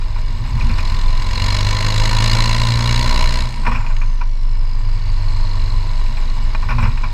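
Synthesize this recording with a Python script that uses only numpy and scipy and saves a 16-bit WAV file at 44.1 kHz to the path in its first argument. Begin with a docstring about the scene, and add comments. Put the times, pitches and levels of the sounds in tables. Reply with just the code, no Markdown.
"""A diesel lugs over a low boom, heard from a microphone in the cab of a tractor driving along a road.
The engine knocks, its turbo whistles, and bumps thump the frame and rattle loose panels close by.
It pulls hard for two seconds, each firing a rasping puff of gas from the open exhaust stack outside.
Then it eases off and the whistle winds down, while the cab booms on and the tyres rumble below."""
import sys
import numpy as np
from scipy import signal
from scipy.fft import rfft, irfft
from scipy.io import wavfile
from scipy.ndimage import map_coordinates

SR = 44100
rng = np.random.default_rng(int(sys.argv[2]) if len(sys.argv) > 2 else 0)


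def log_audio(samples):
    """Write samples as a 16-bit WAV file to the path given in sys.argv[1]."""
    # one column per channel
    frames = np.atleast_2d(samples).T
    # limit to full scale, then quantise
    limited = np.clip(frames, -1, 1)
    pcm = np.round(limited * 32767).astype(np.int16)
    wavfile.write(sys.argv[1], SR, pcm)


N = 314433
TIME = np.arange(N) / SR


def amp(db):
    """Decibels to gain."""
    return 10 ** (np.asarray(db) / 20)


def unit(x):
    """Scales to rms 1."""
    return x / np.sqrt(np.mean(x ** 2) + 1e-20)


def follow(rows):
    """A curve of (seconds, value) at every sample."""
    return np.interp(TIME, *np.transpose(rows))


def db_at(spectrum, hz):
    """Reads rows of (Hz, dB) on a log-frequency axis."""
    freqs, db = np.transpose(spectrum)
    return np.interp(np.log(hz + 1), np.log(freqs), db)


def wander(rate_hz):
    """Random drift of rms 1, mostly slower than rate_hz."""
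    hz = np.fft.rfftfreq(N, 1 / SR)
    return unit(irfft(rfft(rng.standard_normal(N)) / (1 + (hz / rate_hz) ** 4), N))


def per_firing(firings):
    """A fresh random value for each firing."""
    return rng.standard_normal(1024)[np.round(firings).astype(int) % 1024]


def lobe(firings, centre, rise, fall):
    """One swell per firing; centre and flanks are in fractions of the firing period."""
    offset = (firings - centre + .5) % 1 - .5
    return np.exp(-.5 * (offset / np.where(offset < 0, rise, fall)) ** 2)


# The cab around the microphone. Each row: centre in Hz, width in Hz, gain in dB.
CAB_RESONANCES = [(508, 34, 5), (630.4, 33, 8.5), (734, 82, -8.5), (952, 22.6, 9.5), (1006.8, 36, 9),
                  (1106, 70, 6.5), (1267, 43, -5), (1725, 81, -8), (1782, 48, 8), (2246, 21, 6.5),
                  (2508, 157, -6), (2880, 49, 6), (3127, 164, -9), (3690, 300, -4.5), (4230, 300, 3.5),
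                  (4570, 160, -5), (4956, 205, 6), (6020, 620, -4.5), (6494, 140, 8.5), (9800, 400, -1.5)]

def cab_db(hz):
    """The cab's resonances lift some frequencies and hollow out others."""
    return sum(db / (1 + (2 * (hz - centre) / width) ** 2) for centre, width, db in CAB_RESONANCES)


def colour(x, spectrum):
    """Causal filter of unit energy: a source's own spectrum, then the cab."""
    size = 8192
    hz = np.fft.rfftfreq(size, 1 / SR)
    cepstrum = irfft(np.log(amp(db_at(spectrum, hz) + cab_db(hz))))
    cepstrum[1:size // 2] *= 2  # fold to minimum phase
    cepstrum[size // 2 + 1:] = 0
    taps = irfft(np.exp(rfft(cepstrum)))
    return signal.oaconvolve(x, taps / np.linalg.norm(taps))[:N]


# How hard the engine works. Each row: time in seconds, throttle from 0 to 1.
THROTTLE = [(0, .17), (.4, 0.24), (.62, 0.41), (.92, 0.63), (1.1, 0.49), (1.33, .69), (1.47, 0.85),
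            (2.1, 0.93), (2.42, 0.98), (2.7, 0.88), (3.15, 0.93), (3.39, 0.81), (3.5, 0.48), (3.72, 0.25),
            (4.3, 0), (5.6, 0.35), (6.2, 0.3), (7.13, 0.23)]

def knock_db(range_db=12.5, knee_throttle=0.28):
    """Combustion relative to full load: it comes up with the first bit of throttle, then levels off."""
    return -range_db * np.exp(-follow(THROTTLE) / knee_throttle)


def blast_db(full_db=-20.5, range_db=32.5, coast_db=-49.5):
    """The exhaust blast grows steeply once the throttle is past coasting."""
    return np.maximum(full_db - range_db * (1 - follow(THROTTLE)), coast_db)


# The low note as it reaches into the cab, and the pipe's buzz. Each row: frequency in Hz, gain in dB.
CAB_BASS = [(43, -5), (46, 0), (48.5, 1.5), (52, -3.5), (54.8, -7.5), (60, -2), (62, -2.5), (86, -5.5),
            (93, -4.5), (96, 1.5), (108, 2), (117, 4), (120, 2), (122.5, -11)]
PIPE_BUZZ = [(130, -11), (170, -13), (205, -16), (238, -10), (270, -24.5), (305, -24), (350, -27),
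             (420, -34), (520, -27), (620, -32.5), (1000, -42)]
# The note sinks as the throttle eases. Each row: start in seconds, dip in dB, recovery in seconds.
THROTTLE_LIFTS = [(3.42, -14, .7), (5.85, -7, 2.2)]

def exhaust_note(firings, sink_s=0.073):
    """Pressure pulses from the stack: two strong low orders, and a buzz that grows with load."""
    firing_hz = follow(FIRING_RATE)
    low = -sum(amp(db_at(CAB_BASS, k * firing_hz)) * np.cos(2 * np.pi * k * firings) for k in (1, 2))
    burble_db = 1.5 * (1 - follow(THROTTLE)) * wander(10)
    low_db = -20.5 + 1.26 * knock_db() + burble_db + wander(32)
    for start, dip_db, recovery in THROTTLE_LIFTS:
        age = np.maximum(TIME - start, 0)
        low_db += dip_db * np.minimum(age / sink_s, 1) * np.exp(-age / recovery)
    uneven = firings + 0.0048 * wander(14) + 0.198
    buzz = np.zeros(N)
    for k in range(3, 13):
        even_db = 1.2 * (-1) ** k  # even orders lead
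        order_db = db_at(PIPE_BUZZ, k * firing_hz) + cab_db(k * firing_hz) + even_db
        buzz += amp(order_db) * np.cos(2 * np.pi * k * uneven)
    return np.sqrt(2) * low * amp(low_db) + buzz * amp(blast_db() + 2 + 2.1 * wander(36))


# The boom all around the microphone. Each row: time in seconds, level in dB.
BOOM_LEVEL = [(0.0, -18), (0.24, -13), (0.5, -25), (0.54, -16), (1.21, -12.5), (1.41, -18), (2.54, -14),
              (2.76, -24), (3.1, -12.5), (3.43, -12.5), (3.51, -27), (3.63, -13), (7.05, -14), (7.13, -19)]

def cab_boom(mode_hz=24.67, drift_hz=.8):
    """The cab booms at its lowest mode, wavering in pitch and level."""
    hz = mode_hz + drift_hz * wander(2.14)
    level_db = follow(BOOM_LEVEL) + 1.9 * wander(11.6)
    return np.sqrt(2) * amp(level_db) * np.sin(2 * np.pi * np.cumsum(hz) / SR)


# The rumble from under the floor. Each row: frequency in Hz, relative level in dB.
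RUMBLE_SPECTRUM = [(12, -43.5), (28, -9.5), (45, 4), (65, -0.5), (90, -4), (118, 3), (145, -12.5),
                   (200, -16.5), (240, -11.5), (280, -33), (500, -44.5), (1200, -65.5)]
# Rough road. Each row: middle in seconds, added rumble in dB, half length in seconds.
ROUGH_PATCHES = [(0.615, -19.5, 0.17), (3.689, -22, 0.095), (6.802, -19, 0.094)]

def tyre_rumble():
    """The tyres rumble through the frame, more under load and most on the rough patches."""
    power = amp(-26.5 + .65 * knock_db()) ** 2
    for middle, db, half in ROUGH_PATCHES:
        power += amp(db) ** 2 * np.exp(-((TIME - middle) / half) ** 2)
    return np.sqrt(power) * unit(colour(rng.standard_normal(N), RUMBLE_SPECTRUM))


# The iron block, just outside the cab. Each row: frequency in Hz, relative level in dB.
BLOCK_SPECTRUM = [(100, -26.5), (250, 0.5), (320, 3.5), (420, 0), (560, -3.5), (850, 5.5), (1150, 1),
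                  (1400, -2), (2400, -0.5), (3400, -5.5), (5000, -6), (6000, -14), (7800, -24.5),
                  (8700, -26.5), (15000, -36.5)]
ENGINE_DB = -33  # base level of clatter and whistle

def engine_clatter(firings):
    """Dense knocking of the block and gears, with an injector tick between the puffs."""
    knock = unit((1 + .5 * lobe(firings, centre=0.54, rise=0.21, fall=0.25)) * amp(2 * wander(260)))
    tick = unit(lobe(firings, centre=0.33, rise=0.19, fall=0.34) * amp(4 * per_firing(firings)))
    steel = [(3000, -30), (6800, -51), (7500, -2.0), (7950, -2), (8400, -26), (14000, -24)]
    block = colour(knock * rng.standard_normal(N), BLOCK_SPECTRUM)
    injectors = colour(tick * rng.standard_normal(N), steel)
    return amp(ENGINE_DB + knock_db()) * (block + amp(-21.5) * injectors)


def turbo_hz(start_s=1.31, end_s=3.44, lag_s=.8, idle_hz=3850, full_boost_hz=9800):
    """The rotor spins up toward full boost through the pull and winds down with the same lag."""
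    spin_up = 1 - np.exp(-np.clip(TIME - start_s, 0, end_s - start_s) / lag_s)
    wind_down = np.exp(-np.maximum(TIME - end_s, 0) / lag_s)
    return idle_hz + (full_boost_hz - idle_hz) * spin_up * wind_down


# How strongly the whistle carries. Each row: pitch in Hz, gain in dB.
WHISTLE_GAIN = [(3860, -10.5), (4300, -2), (4750, -8), (5400, -7), (6600, -11.5), (9500, -24)]

def turbo_whistle(firings):
    """The whistle escapes with each puff, and its pitch slides down as the gas slows."""
    puff_phase = (firings + .5) % 1 - .5
    throttle = follow(THROTTLE)
    rotor_hz = turbo_hz()
    hz = rotor_hz - (650 + 600 * throttle) * puff_phase + 85 * wander(735) + 55 * per_firing(firings)
    angle = 2 * np.pi * np.cumsum(hz) / SR
    gate = unit((0.075 + lobe(firings, centre=-0.015, rise=0.11, fall=0.27)) * amp(2.7 * wander(130)))
    # the overtone shows only while the turbo is slow and under load
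    octave = amp(-13.5 - 21 * np.maximum(np.log2(hz / 3800), 0) + .8 * np.minimum(blast_db() + 22, 0))
    load_db = knock_db() + 4.5 * throttle ** 2
    level_db = ENGINE_DB + load_db + db_at(WHISTLE_GAIN, rotor_hz) + .5 * cab_db(hz)
    return amp(level_db) * gate * (np.sin(angle) + octave * np.sin(2 * angle))


def chatter(rows, attack_s=0.0013):
    """Showers of small contacts, each dying by 60 dB over its ring time."""
    power = np.zeros(N)
    for start, db, ring in rows:
        age = np.maximum(TIME - start, 0)
        attack = 1 - np.exp(-age / attack_s)
        power += (attack * amp(db - 60 * age / max(ring, .01))) ** 2
    return np.sqrt(power) * unit(rng.standard_normal(N) * amp(0.97 * wander(470)))


def settling(count=6, after_s=.28, ring_s=0.2):
    """Rows for chatter: small rattles at random moments on and after each rough patch."""
    rows = []
    for middle, _, half in ROUGH_PATCHES:
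        progress = (np.arange(count) + rng.random(count)) / count
        rows += [(middle - half + p * (half + after_s), -29.5 - 3 * p, ring_s) for p in progress]
    return rows


# Loose panels close to the microphone. Each row: start in seconds, relative level in dB,
# ring time in seconds, tilt toward the thin panel in dB.
RATTLES = [(0.018, -24.5, 0.047, 7), (.156, -27.5, 0.14, 0), (.606, -24.5, 0.095, 19), (.692, -20, .17, 5),
           (.784, -14.5, 0.08, 13), (3.649, -18, 0.16, -3), (3.664, -9, 0.15, -2), (3.714, -15, 0.2, 4),
           (3.749, -16, 0.19, 1), (3.804, -21, 0.092, -2), (3.843, -27, 0.092, -8), (3.863, -17, 0.055, 7),
           (3.897, -26, .14, -3), (4.013, -20, .11, 3.5), (4.211, -17.5, 0.082, -3), (6.061, -32, .081, 18),
           (6.169, -21, 0.064, 10), (6.548, -3, 0.022, -1.5), (6.625, -20, 0.072, -5),
           (6.687, -14, 0.17, 2.5), (6.703, -14.5, 0.15, -3), (6.781, -15.5, 0.19, 0),
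           (6.825, -14, 0.18, 6), (6.852, -16, 0.086, -6), (6.874, -20.5, 0.077, -3),
           (6.972, -18, 0.057, 9), (7.034, -14.5, .09, -2)]
# The ring of each panel. Each row: frequency in Hz, relative level in dB.
HEAVY_PANEL = [(240, -5), (480, -14.5), (800, 4), (1050, 5.5), (1250, 3), (1470, 4.5), (1700, -4.5),
               (2050, -6), (2900, -29), (3500, -24), (5400, -23), (6500, -37), (14000, -70)]
THIN_PANEL = [(500, -30), (1900, -8.5), (2200, -8.5), (2440, 8), (2620, -2.5), (2850, -11.5), (3600, -20),
              (4600, -34), (5400, -14.5), (6500, -37), (14000, -47)]

def panel_rattles():
    """Bumps shake a heavy and a thin panel together."""
    small = settling()
    heavy = chatter([(start, db - tilt / 2, ring) for start, db, ring, tilt in RATTLES] + small)
    thin = chatter([(start, db + tilt / 2, ring) for start, db, ring, tilt in RATTLES] + small)
    return amp(-6) * colour(heavy, HEAVY_PANEL) + amp(-11.5) * colour(thin, THIN_PANEL)


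# Jolts from below the cab. Each row: start in seconds, relative level in dB, ring time in seconds.
JOLTS = [(.695, -23.5, 0.056), (3.675, -17.5, 0.071), (3.71, -21.5, 0.18), (6.69, -38, 0.097),
         (6.76, -31, .21), (6.82, -19, 0.19)]
# The frame's dull ring. Each row: frequency in Hz, relative level in dB.
FRAME_SPECTRUM = [(50, -10), (125, 0), (170, -3.5), (245, 7), (290, -17.5), (360, -29), (470, -7.5),
                  (700, -24), (2000, -57)]

def frame_thumps():
    """The frame thumps over the worst bumps."""
    return amp(-1) * colour(chatter(JOLTS), FRAME_SPECTRUM)


# The ringing pipe, a short way outside the cab. Each row: frequency in Hz, relative level in dB.
GROWL_SPECTRUM = [(150, -10), (300, -9), (420, -15.5), (520, -6.5), (640, -3), (760, -9.5), (950, 4.5),
                  (1030, 9), (1120, -8.5), (1500, -5), (2300, -16.5), (4000, -57.5)]

def pipe_growl(firings, cylinders=3, points=256):
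    """Each cylinder bangs in its own way, so the ringing of the pipe repeats with the engine cycle."""
    bang = lobe(firings, centre=-0.218, rise=0.23, fall=0.96)
    position = firings / cylinders % 1 * points
    cycle_noise = map_coordinates(rng.standard_normal(points), [position], order=3, mode="grid-wrap")
    drive = bang * cycle_noise * amp(2.3 * per_firing(firings))
    return amp(blast_db() - 6) * unit(colour(drive, GROWL_SPECTRUM))


# The front of each puff at the stack's mouth. Each row: frequency in Hz, relative level in dB.
RASP_SPECTRUM = [(150, -33), (400, -12), (800, -7), (1400, -13.5), (2000, 3), (2900, 2.5), (4200, -1.5),
                 (5200, -5.5), (7500, -9), (9000, -20), (11000, -19), (12000, -33), (15000, -31)]

def exhaust_rasp(firings):
    """Each firing throws out a turbulent puff: a crackling bright front, then a duller rush."""
    force = amp(0.99 * per_firing(firings))
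    timing = firings + 0.013 * wander(35)
    crackle = amp(1.9 * wander(800)) * rng.standard_normal(N)
    front = unit(force * lobe(timing, centre=-0.14, rise=0.065, fall=0.16) * crackle)
    flow = unit(force * (0.37 + lobe(timing, centre=-0.019, rise=0.18, fall=0.22)))
    rush = flow * rng.standard_normal(N)
    dull = [(200, 0.0), (500, -4), (1000, 0.5), (1500, 2.0), (2200, 2.5), (3000, -2.5), (4200, 2),
            (5200, -5.5), (7500, -14.5), (9000, -22), (15000, -30)]
    return amp(blast_db()) * (amp(-5) * colour(front, RASP_SPECTRUM) + amp(-4) * colour(rush, dull))


def pipe_zing(firings, centre_hz=4150):
    """Each puff makes the mouth of the steel stack sing briefly, never twice at quite the same pitch."""
    puff_phase = (firings + .5) % 1 - .5
    hz = centre_hz * (1 - 0.12 * puff_phase + .035 * per_firing(firings) + 0.0207 * wander(565))
    gate = unit(lobe(firings, centre=0, rise=0.073, fall=0.14) * amp(2.2 * per_firing(firings)))
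    return amp(blast_db() - 3.5) * gate * np.sin(2 * np.pi * np.cumsum(hz) / SR)


# A tick in the cab. Each row: start in seconds, relative level in dB, ring time in seconds.
TICKS = [(3.965, -24.5, 0.015)]

def dry_tick():
    """Something small ticks once."""
    snap = [(500, -32), (1500, -9), (2000, 8), (3300, 8), (4200, 6), (6000, -12),
            (12000, -24), (15000, -32)]
    return amp(4) * colour(chatter(TICKS), snap)


# Engine speed along the road. Each row: time in seconds, firings per second.
FIRING_RATE = [(0.0, 45.67), (0.8, 43.2), (1.0, 43.6), (1.2, 43.24), (1.55, 48.57), (1.9, 52.07),
               (2.5, 56.43), (3.22, 61.09), (3.42, 61.32), (3.6, 52.79), (3.8, 51.29), (4.0, 52.01),
               (4.25, 50.91), (5.0, 48.92), (6.0, 46.91), (6.3, 45.97), (6.7, 47.44), (7.13, 48.03)]

def scene():
    """One microphone in the cab; all engine sounds follow one crankshaft."""
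    firings = np.cumsum(follow(FIRING_RATE)) / SR + .05  # running count
    exhaust = exhaust_note(firings) + pipe_growl(firings) + exhaust_rasp(firings) + pipe_zing(firings)
    engine = turbo_whistle(firings) + engine_clatter(firings)
    ride = cab_boom() + tyre_rumble() + frame_thumps() + panel_rattles() + dry_tick()
    return (exhaust + engine + ride)[None]


def record(dry):
    """The microphone chain rounds off the highest peaks, then limits the band."""
    knee, headroom, cutoff_hz = .65, .25, 15400
    held = np.clip(dry, -knee, knee)
    soft = held + headroom * np.tanh((dry - held) / headroom)
    lowpass = signal.firwin(301, cutoff_hz, window=("kaiser", 9), fs=SR)
    return signal.oaconvolve(soft, lowpass[None], "same")


dry = scene()
out = record(dry)
log_audio(out)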